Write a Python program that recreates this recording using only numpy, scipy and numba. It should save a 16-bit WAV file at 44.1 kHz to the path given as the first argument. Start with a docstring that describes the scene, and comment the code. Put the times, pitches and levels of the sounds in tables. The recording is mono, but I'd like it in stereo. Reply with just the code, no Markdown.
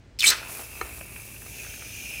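"""In a small kitchen, a can of whipped cream is emptied over a bowl of fruit, close to the microphone.
The valve spits and lets out a short rush of gas. Then foam hisses through the ringing nozzle,
tiny bubbles fizz on the cream, and bigger gas pockets burst with small wet pops.
One knock sets the table thumping. A low appliance hum lies underneath."""
import sys
import numpy as np
from scipy import signal
from scipy.fft import rfft, irfft
from scipy.io import wavfile
from scipy.ndimage import map_coordinates
from numba import njit

SR = 44100
rng = np.random.default_rng(int(sys.argv[2]) if len(sys.argv) > 2 else 0)


def generate_wav(signal):
    """Clip the signal to [-1, 1] and save it as 16-bit WAV at the path in sys.argv[1]."""
    frames = np.transpose(np.atleast_2d(signal))
    scaled = np.clip(frames, -1, 1) * 32767
    pcm = np.round(scaled).astype(np.int16)
    wavfile.write(sys.argv[1], SR, pcm)


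N = 97020

# The steady flow. Each row: time in seconds, then squelch, nozzle, hiss and fizz levels in dB.
FLOW_LEVELS = [(.3, -45, -45, -61, -39.5), (.42, -45.5, -45, -58, -49.5), (.52, -47, -47, -50, -38),
               (.62, -45.5, -51.5, -51.5, -38.5), (.69, -54, -49.5, -53, -45.5), (.79, -50, -45, -52, -44),
               (.88, -46.5, -48, -80.5, -44), (.96, -53, -50, -55, -42), (1.1, -55, -51, -60, -46),
               (1.21, -55.5, -49, -52.5, -43.5), (1.41, -61, -54.5, -53, -46.5),
               (1.6, -49, -43, -44, -43.5), (1.72, -52.5, -46.5, -44.5, -45), (1.9, -55, -45, -44, -46),
               (2.07, -54, -38.5, -43.5, -43.5), (2.2, -52.5, -37.5, -45.5, -44)]
# The tone of each noise. Each row: frequency in Hz, relative level in dB.
SQUELCH_TONE = [(100, -64), (300, -1.5), (1150, -4.5), (1700, -5.5), (16000, -29.5)]
HISS_TONE = [(150, -6.5), (450, -2.5), (1100, -19), (1550, -4.5), (3100, -1), (4200, -4), (10000, -8)]
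FIZZ_TONE = [(2000, -23), (5000, -8.5), (7500, -2.5), (9500, 0.5), (10800, 4), (12000, -0.5), (13000, 0.5),
             (14200, -2.5), (15300, 3.5), (16000, -15)]
SPLASH_TONE = [(1500, -29), (2400, -4.5), (4000, -3), (5200, 5), (6000, -3), (8300, -4.5), (11000, -12.5)]
RUSH_TONE = [(150, -14), (350, -4), (700, -13.5), (2000, -0.5), (6500, 7), (9500, -2.5), (14500, -1.5),
             (16000, -5)]
SPLUTTER_TONE = [(100, -66), (320, -4.5), (750, -9), (1450, 8), (2100, 3), (3900, 0.5), (5300, 2.5),
                 (6500, -9), (16000, -29)]
KITCHEN_TONE = [(25, -47), (42, -3.5), (70, 1), (105, -6), (160, -7.5), (1200, -30.5), (1800, -27.5),
                (8000, -41.5), (11000, -57)]
# The nozzle's ring and its wet squeal. Each row: time in seconds, pitch in Hz.
NOZZLE_PITCH = [(.45, 2540), (1.0, 2476), (2.0, 2560)]
SQUEAL_PITCH = [(.191, 2416), (.195, 5110), (.207, 3800), (.225, 2711), (.243, 2325), (.253, 2308),
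                (.263, 3122)]
# Ringing bands of hiss and whistle. Each row: pitch in Hz, width in Hz, relative level in dB.
HISS_BANDS = [(5205, 270, -9), (5900, 240, -6), (6440, 1170, -3), (8700, 570, -9)]
WHISTLE_BANDS = [(3958, 400, -5.5), (7800, 600, -5.5), (8450, 200, -3)]
# A dip in the foam's middle pitches. Each row: time in seconds, centre in Hz, depth from 0 to 1.
FOAM_DIP = [(1.42, 1300, 0), (1.52, 1180, .95), (1.9, 1020, .9), (2.1, 1200, .5)]
# The valve spits. Each row: start in seconds, squeal in dB, splash in dB, fade time in seconds.
VALVE_SPITS = [(0.1878, -38, -33.5, 0.00263), (0.192, -34.5, -24, 0.0024), (0.1951, -31, -25.5, 0.0058),
               (0.2039, -15.5, -22, 0.004), (.215, -26, -27.5, 0.0091), (0.223, -23.5, -26, 0.0032),
               (0.2294, -16.5, -35, 0.0036), (0.2402, -11, -45, 0.0087), (0.259, -17, -40, 0.003)]
# The rush of gas. Each row: time in seconds, gas level in dB, whistle level in dB.
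RUSH_LEVELS = [(.215, -47, -60), (.243, -27.5, -55), (.256, -33, -39), (.268, -18, -15), (.284, -18, -12),
               (.295, -20.5, -18), (.305, -17, -20.5), (.314, -33, -45), (.36, -69, -70.5), (.44, -67, -80)]
# The whistle's rise. Each row: time in seconds, pitch multiplier.
WHISTLE_RISE = [(.26, .97), (.305, 1.02)]
# The first cream splutters out. Each row: time in seconds, level in dB.
SPLUTTER_LEVELS = [(.19, -57.5), (.228, -42), (.242, -28), (.256, -42), (.3, -35.5), (.318, -24),
                   (.337, -28), (.352, -38), (.39, -39), (.42, -48.5), (.5, -51.5)]
# Bursting gas pockets. Each row: start in seconds, then plop, pop and nozzle levels in dB.
POCKET_POPS = [(0.382, -40, -38, -32.5), (0.428, -41.5, -33, -45), (0.493, -37.5, -56, -38.5),
               (0.565, -50, -45, -48), (0.592, -29.5, -41, -50), (1.009, -38.5, -43, -36.5),
               (1.159, -45.5, -45, -32.5), (1.342, -53.5, -48, -56), (1.362, -57, -47.5, -39.5),
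               (1.418, -51, -49, -54.5), (1.461, -48, -46, -40), (1.645, -45, -39, -56),
               (1.665, -52, -44, -62), (1.738, -53.5, -42, -35.5), (1.821, -47, -43, -40)]
# The knock's notes. Each row: pitch in Hz, relative level in dB, seconds to fade by 60 dB.
KNOCK_NOTES = [(346.1, -10, 0.069), (462, -6.5, 0.0604), (762, -12.5, 0.105), (963, -7, 0.0485),
               (1188, 3.5, 0.0174), (1330, 4, 0.0218), (1810, -0.5, 0.03), (2210, -7.5, 0.06),
               (4133, -15, 0.05), (6387, -8.5, 0.025)]
# The appliance's hum. Each row: pitch in Hz, base level in dB.
HUM_NOTES = [(55, -54.5), (111, -54)]
# Hum and room noise grow a little. Each row: time in seconds, level change in dB.
BACKGROUND_RISE = [(.75, -3.5), (.9, -1)]
# The microphone's two openings. Each row: frequency in Hz, the left one's lead in radians.
LEFT_LEAD = [(4500, -0.193), (6300, -1.13), (15000, -1.3)]

SPUTTER_PER_S = 5000
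NOZZLE_SPLIT_HZ, NOZZLE_WOBBLE = 125, .015  # the wobble is a fraction of the pitch
PLOP_HZ, POP_HZ, THUMP_HZ = 441, 1560, 60
KNOCK_S, THUMP_LAG_S, THUMP_RISE_S = .8125, .016, .012
BOUNCE_DELAY_S, BOUNCE_DRIFT_S = .0022, 0.0001487
ROOM_DB, ROOM_FADE_S = -13.5, 0.24


def foam():
    """Foam expands through the nozzle: the cream squelches, bubbles rasp and ringing bands hiss."""
    squelch = colour(bubbles(1100, 0.77), SQUELCH_TONE) * swell(FLOW_LEVELS)
    rasp = bands = 0
    for offset in (-NOZZLE_SPLIT_HZ, NOZZLE_SPLIT_HZ):
        hz = curve(NOZZLE_PITCH) + offset
        rasp += resonate(bubbles(1800, 1), hz * (1 + NOZZLE_WOBBLE * walk(60)), width=280)
    for hz, width, db in HISS_BANDS:
        gain = amp(db + 2 * walk(5))
        bands += gain * resonate(noise(), hz * (1 + NOZZLE_WOBBLE * walk(10)), width)
    hiss = unit(colour(bubbles(20000, 2), HISS_TONE) + bands) * swell(FLOW_LEVELS, column=3)
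    return hollow(squelch + unit(rasp) * swell(FLOW_LEVELS, column=2) + hiss)


def hollow(x):
    """A dip opens in the middle pitches and slides down as the mound of cream grows."""
    return x - curve(FOAM_DIP, column=2) * band_pass(x, curve(FOAM_DIP), 550.)


def fizz():
    """Countless tiny bubbles burst all over the cream, sounding a little different left and right."""
    middle, side = (colour(bubbles(30000, 2), FIZZ_TONE) for _ in range(2))
    stereo = microphone(middle) + amp(-6) * np.array([side, -side])
    return stereo * swell(FLOW_LEVELS, column=4) * amp(1.5 * walk(150))


def spits():
    """Plugs of liquid shoot out, splashing and squealing, with a short, bright spray."""
    hz = curve(SQUEAL_PITCH)
    tone = np.sqrt(2) * np.sin(2 * np.pi * np.cumsum(hz) / SR + 0.69 * walk(700))
    ragged = resonate(bubbles(SPUTTER_PER_S, 1.17), hz, width=1050)
    clarity = (hz.min() / hz) ** 2  # low squeals are clear, high ones ragged
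    squeal = clarity * tone + np.sqrt(1 - clarity ** 2) * ragged
    splash = colour(bubbles(SPUTTER_PER_S, 2), SPLASH_TONE)
    plugs = sum(puff(start, 0.00186, fade) * (amp(squeal_db) * squeal + amp(splash_db) * splash)
                for start, squeal_db, splash_db, fade in VALVE_SPITS)
    spray = resonate(bubbles(SPUTTER_PER_S, 2), hz=8420, width=3900)
    return plugs + amp(-21) * spray * puff(start=0.2276, rise=0.0213, fade=0.027)


def rush():
    """Gas flutters out, whistles upward in the nozzle and ends in a wet splutter."""
    bend = curve(WHISTLE_RISE)
    whistle = unit(sum(amp(db) * resonate(noise(), hz * bend, width) for hz, width, db in WHISTLE_BANDS))
    gas = colour(bubbles(2 * SPUTTER_PER_S, 0.92), RUSH_TONE) * swell(RUSH_LEVELS)
    gas += whistle * swell(RUSH_LEVELS, column=2)
    splutter = colour(bubbles(7000, 2.77) * amp(0.7 * walk(250)), SPLUTTER_TONE)
    flutter = amp(2 * walk(300))
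    return gas * flutter + splutter * swell(SPLUTTER_LEVELS)


def pops():
    """Bigger gas pockets burst with a plop and make the nozzle ring."""
    plop = resonate(noise(), PLOP_HZ, width=1000)
    pop = resonate(noise(), POP_HZ, width=700)
    ring = resonate(noise(), curve(NOZZLE_PITCH), width=450)
    bursts = 0
    for start, plop_db, pop_db, ring_db in POCKET_POPS:
        mix = amp(plop_db) * plop + amp(pop_db) * pop + amp(ring_db) * ring
        bursts += mix * puff(start, rise=.003, fade=0.0038)
    return bursts


def knock():
    """A hard knock dies away fast; the table answers with a low thump just after."""
    t = since(KNOCK_S)
    notes = sum((-1) ** k * amp(db - 60 * t / fade) * np.sin(2 * np.pi * hz * t)
                for k, (hz, db, fade) in enumerate(KNOCK_NOTES))
    crack = resonate(noise(), hz=1820, width=1900) * puff(KNOCK_S, rise=0.00026, fade=0.0039)
    late = since(KNOCK_S + THUMP_LAG_S)
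    age = late / THUMP_RISE_S
    thump = age * np.exp(1 - age) * np.sin(2 * np.pi * THUMP_HZ * late)
    return amp(-23) * notes + amp(-32) * crack + amp(-34) * thump


def kitchen():
    """An appliance hums, wavering a little, over low room noise."""
    hum = 0
    for hz, db in HUM_NOTES:
        gain = amp(db + walk(8.6)) * np.sqrt(2)
        hum += gain * np.sin(2 * np.pi * hz * since(0) + 0.173 * walk(7.6))
    return hum + amp(-48) * colour(noise(), KITCHEN_TONE)


def room(x):
    """The room sends back short, slightly dull echoes, different left and right."""
    t = since(0)
    echoes = rng.standard_normal((2, N)) * amp(-60 * t / ROOM_FADE_S) * (t > .003)
    echoes = signal.lfilter(*signal.butter(2, [170, 6600], "bandpass", fs=SR), echoes)
    echoes /= np.sqrt(np.sum(echoes ** 2) / 2)
    return amp(ROOM_DB) * signal.fftconvolve(x[None], echoes, axes=1)[:, :N]


def bounces(x, count=6):
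    """High sounds bounce off bowl, hand and can; their paths change as the hand moves."""
    highs = signal.lfilter(*signal.butter(2, 3180, "highpass", fs=SR), x)
    echoes = 0
    for k in range(count):
        delay = BOUNCE_DELAY_S * (k + 1 + rng.random()) / count + BOUNCE_DRIFT_S * walk(2.04)
        echoes += map_coordinates(highs, [(since(0) - delay) * SR], order=3)
    return amp(-7) / np.sqrt(count) * echoes


def microphone(x):
    """Two openings hear the sound slightly out of step, each with its own nearby bounces."""
    stereo = np.array([x + bounces(x) for _ in range(2)])
    phase_shift = np.exp(.5j * np.array([[1], [-1]]) * across_frequencies(LEFT_LEAD))
    return irfft(rfft(stereo) * phase_shift, N)


def bubbles(per_second, spread_db):
    """Bursting bubbles make a stream of clicks of uneven size."""
    clicks = (rng.random(N) < per_second / SR) * noise()
    return unit(clicks * amp(spread_db * noise()))


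def noise():
    """Plain white noise."""
    return rng.standard_normal(N)


def walk(per_second):
    """A random wander, roughly between -1 and 1."""
    return np.interp(since(0) * per_second, np.arange(N // 10), rng.standard_normal(N // 10))


def amp(db):
    """Turn decibels into a multiplier."""
    return 10 ** (np.asarray(db) / 20)


def unit(x):
    """Scale to an average strength (rms) of 1."""
    return x / np.sqrt(np.mean(x ** 2))


def since(start):
    """Seconds since an event, zero before it."""
    return np.maximum(np.arange(N) / SR - start, 0)


def puff(start, rise, fade):
    """A quick rise, then a fade; all times in seconds."""
    t = since(start)
    return np.minimum(t / rise, 1) * np.exp(-np.maximum(t - rise, 0) / fade)


def curve(rows, column=1):
    """One column of a table, joined by straight lines in time."""
    rows = np.array(rows)
    return np.interp(since(0), rows[:, 0], rows[:, column])


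def swell(rows, column=1):
    """Loudness from a dB column: silent before the first row, dying away after the last."""
    started = since(0) >= rows[0][0]
    return amp(curve(rows, column)) * started * np.exp(-20 * since(rows[-1][0]))


def across_frequencies(rows):
    """Fill in a table's values for every frequency, on a log scale."""
    rows = np.array(rows)
    hz = np.arange(N // 2 + 1) * SR / N
    return np.interp(np.log(hz + 1), np.log(rows[:, 0]), rows[:, 1])


def colour(x, tone):
    """Shape the lows and highs of x with a tone table; strength 1."""
    return unit(irfft(rfft(x) * amp(across_frequencies(tone)), N))


@njit
def band_pass(x, hz, width):
    """Keep a band around a moving pitch (a state-variable filter)."""
    out, band_state, low_state = np.empty(len(x)), 0., 0.
    for i in range(len(x)):
        tuning, damping = np.tan(np.pi * hz[i] / SR), width / hz[i]
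        band = (band_state + tuning * (x[i] - low_state)) / (1 + tuning * (tuning + damping))
        band_state = 2 * band - band_state
        low_state += 2 * tuning * band
        out[i] = damping * band
    return out


def resonate(x, hz, width):
    """Make x ring by filtering it twice around a pitch; width in Hz, strength 1."""
    hz = hz * np.ones(N)
    once = band_pass(x + 1e-18, hz, float(width))
    return unit(band_pass(once, hz, float(width)))


def scene():
    """The can and the knock in the humming kitchen."""
    near = spits() + rush() + foam() + pops() + knock()
    background = kitchen() * amp(curve(BACKGROUND_RISE))
    return microphone(near) + fizz() + background + room(near + background)


def record(dry):
    """Cut the very highest sounds, above 15800 Hz."""
    return signal.sosfilt(signal.ellip(10, .2, 80, 15800, fs=SR, output="sos"), dry)


dry = scene()
out = record(dry)
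generate_wav(out)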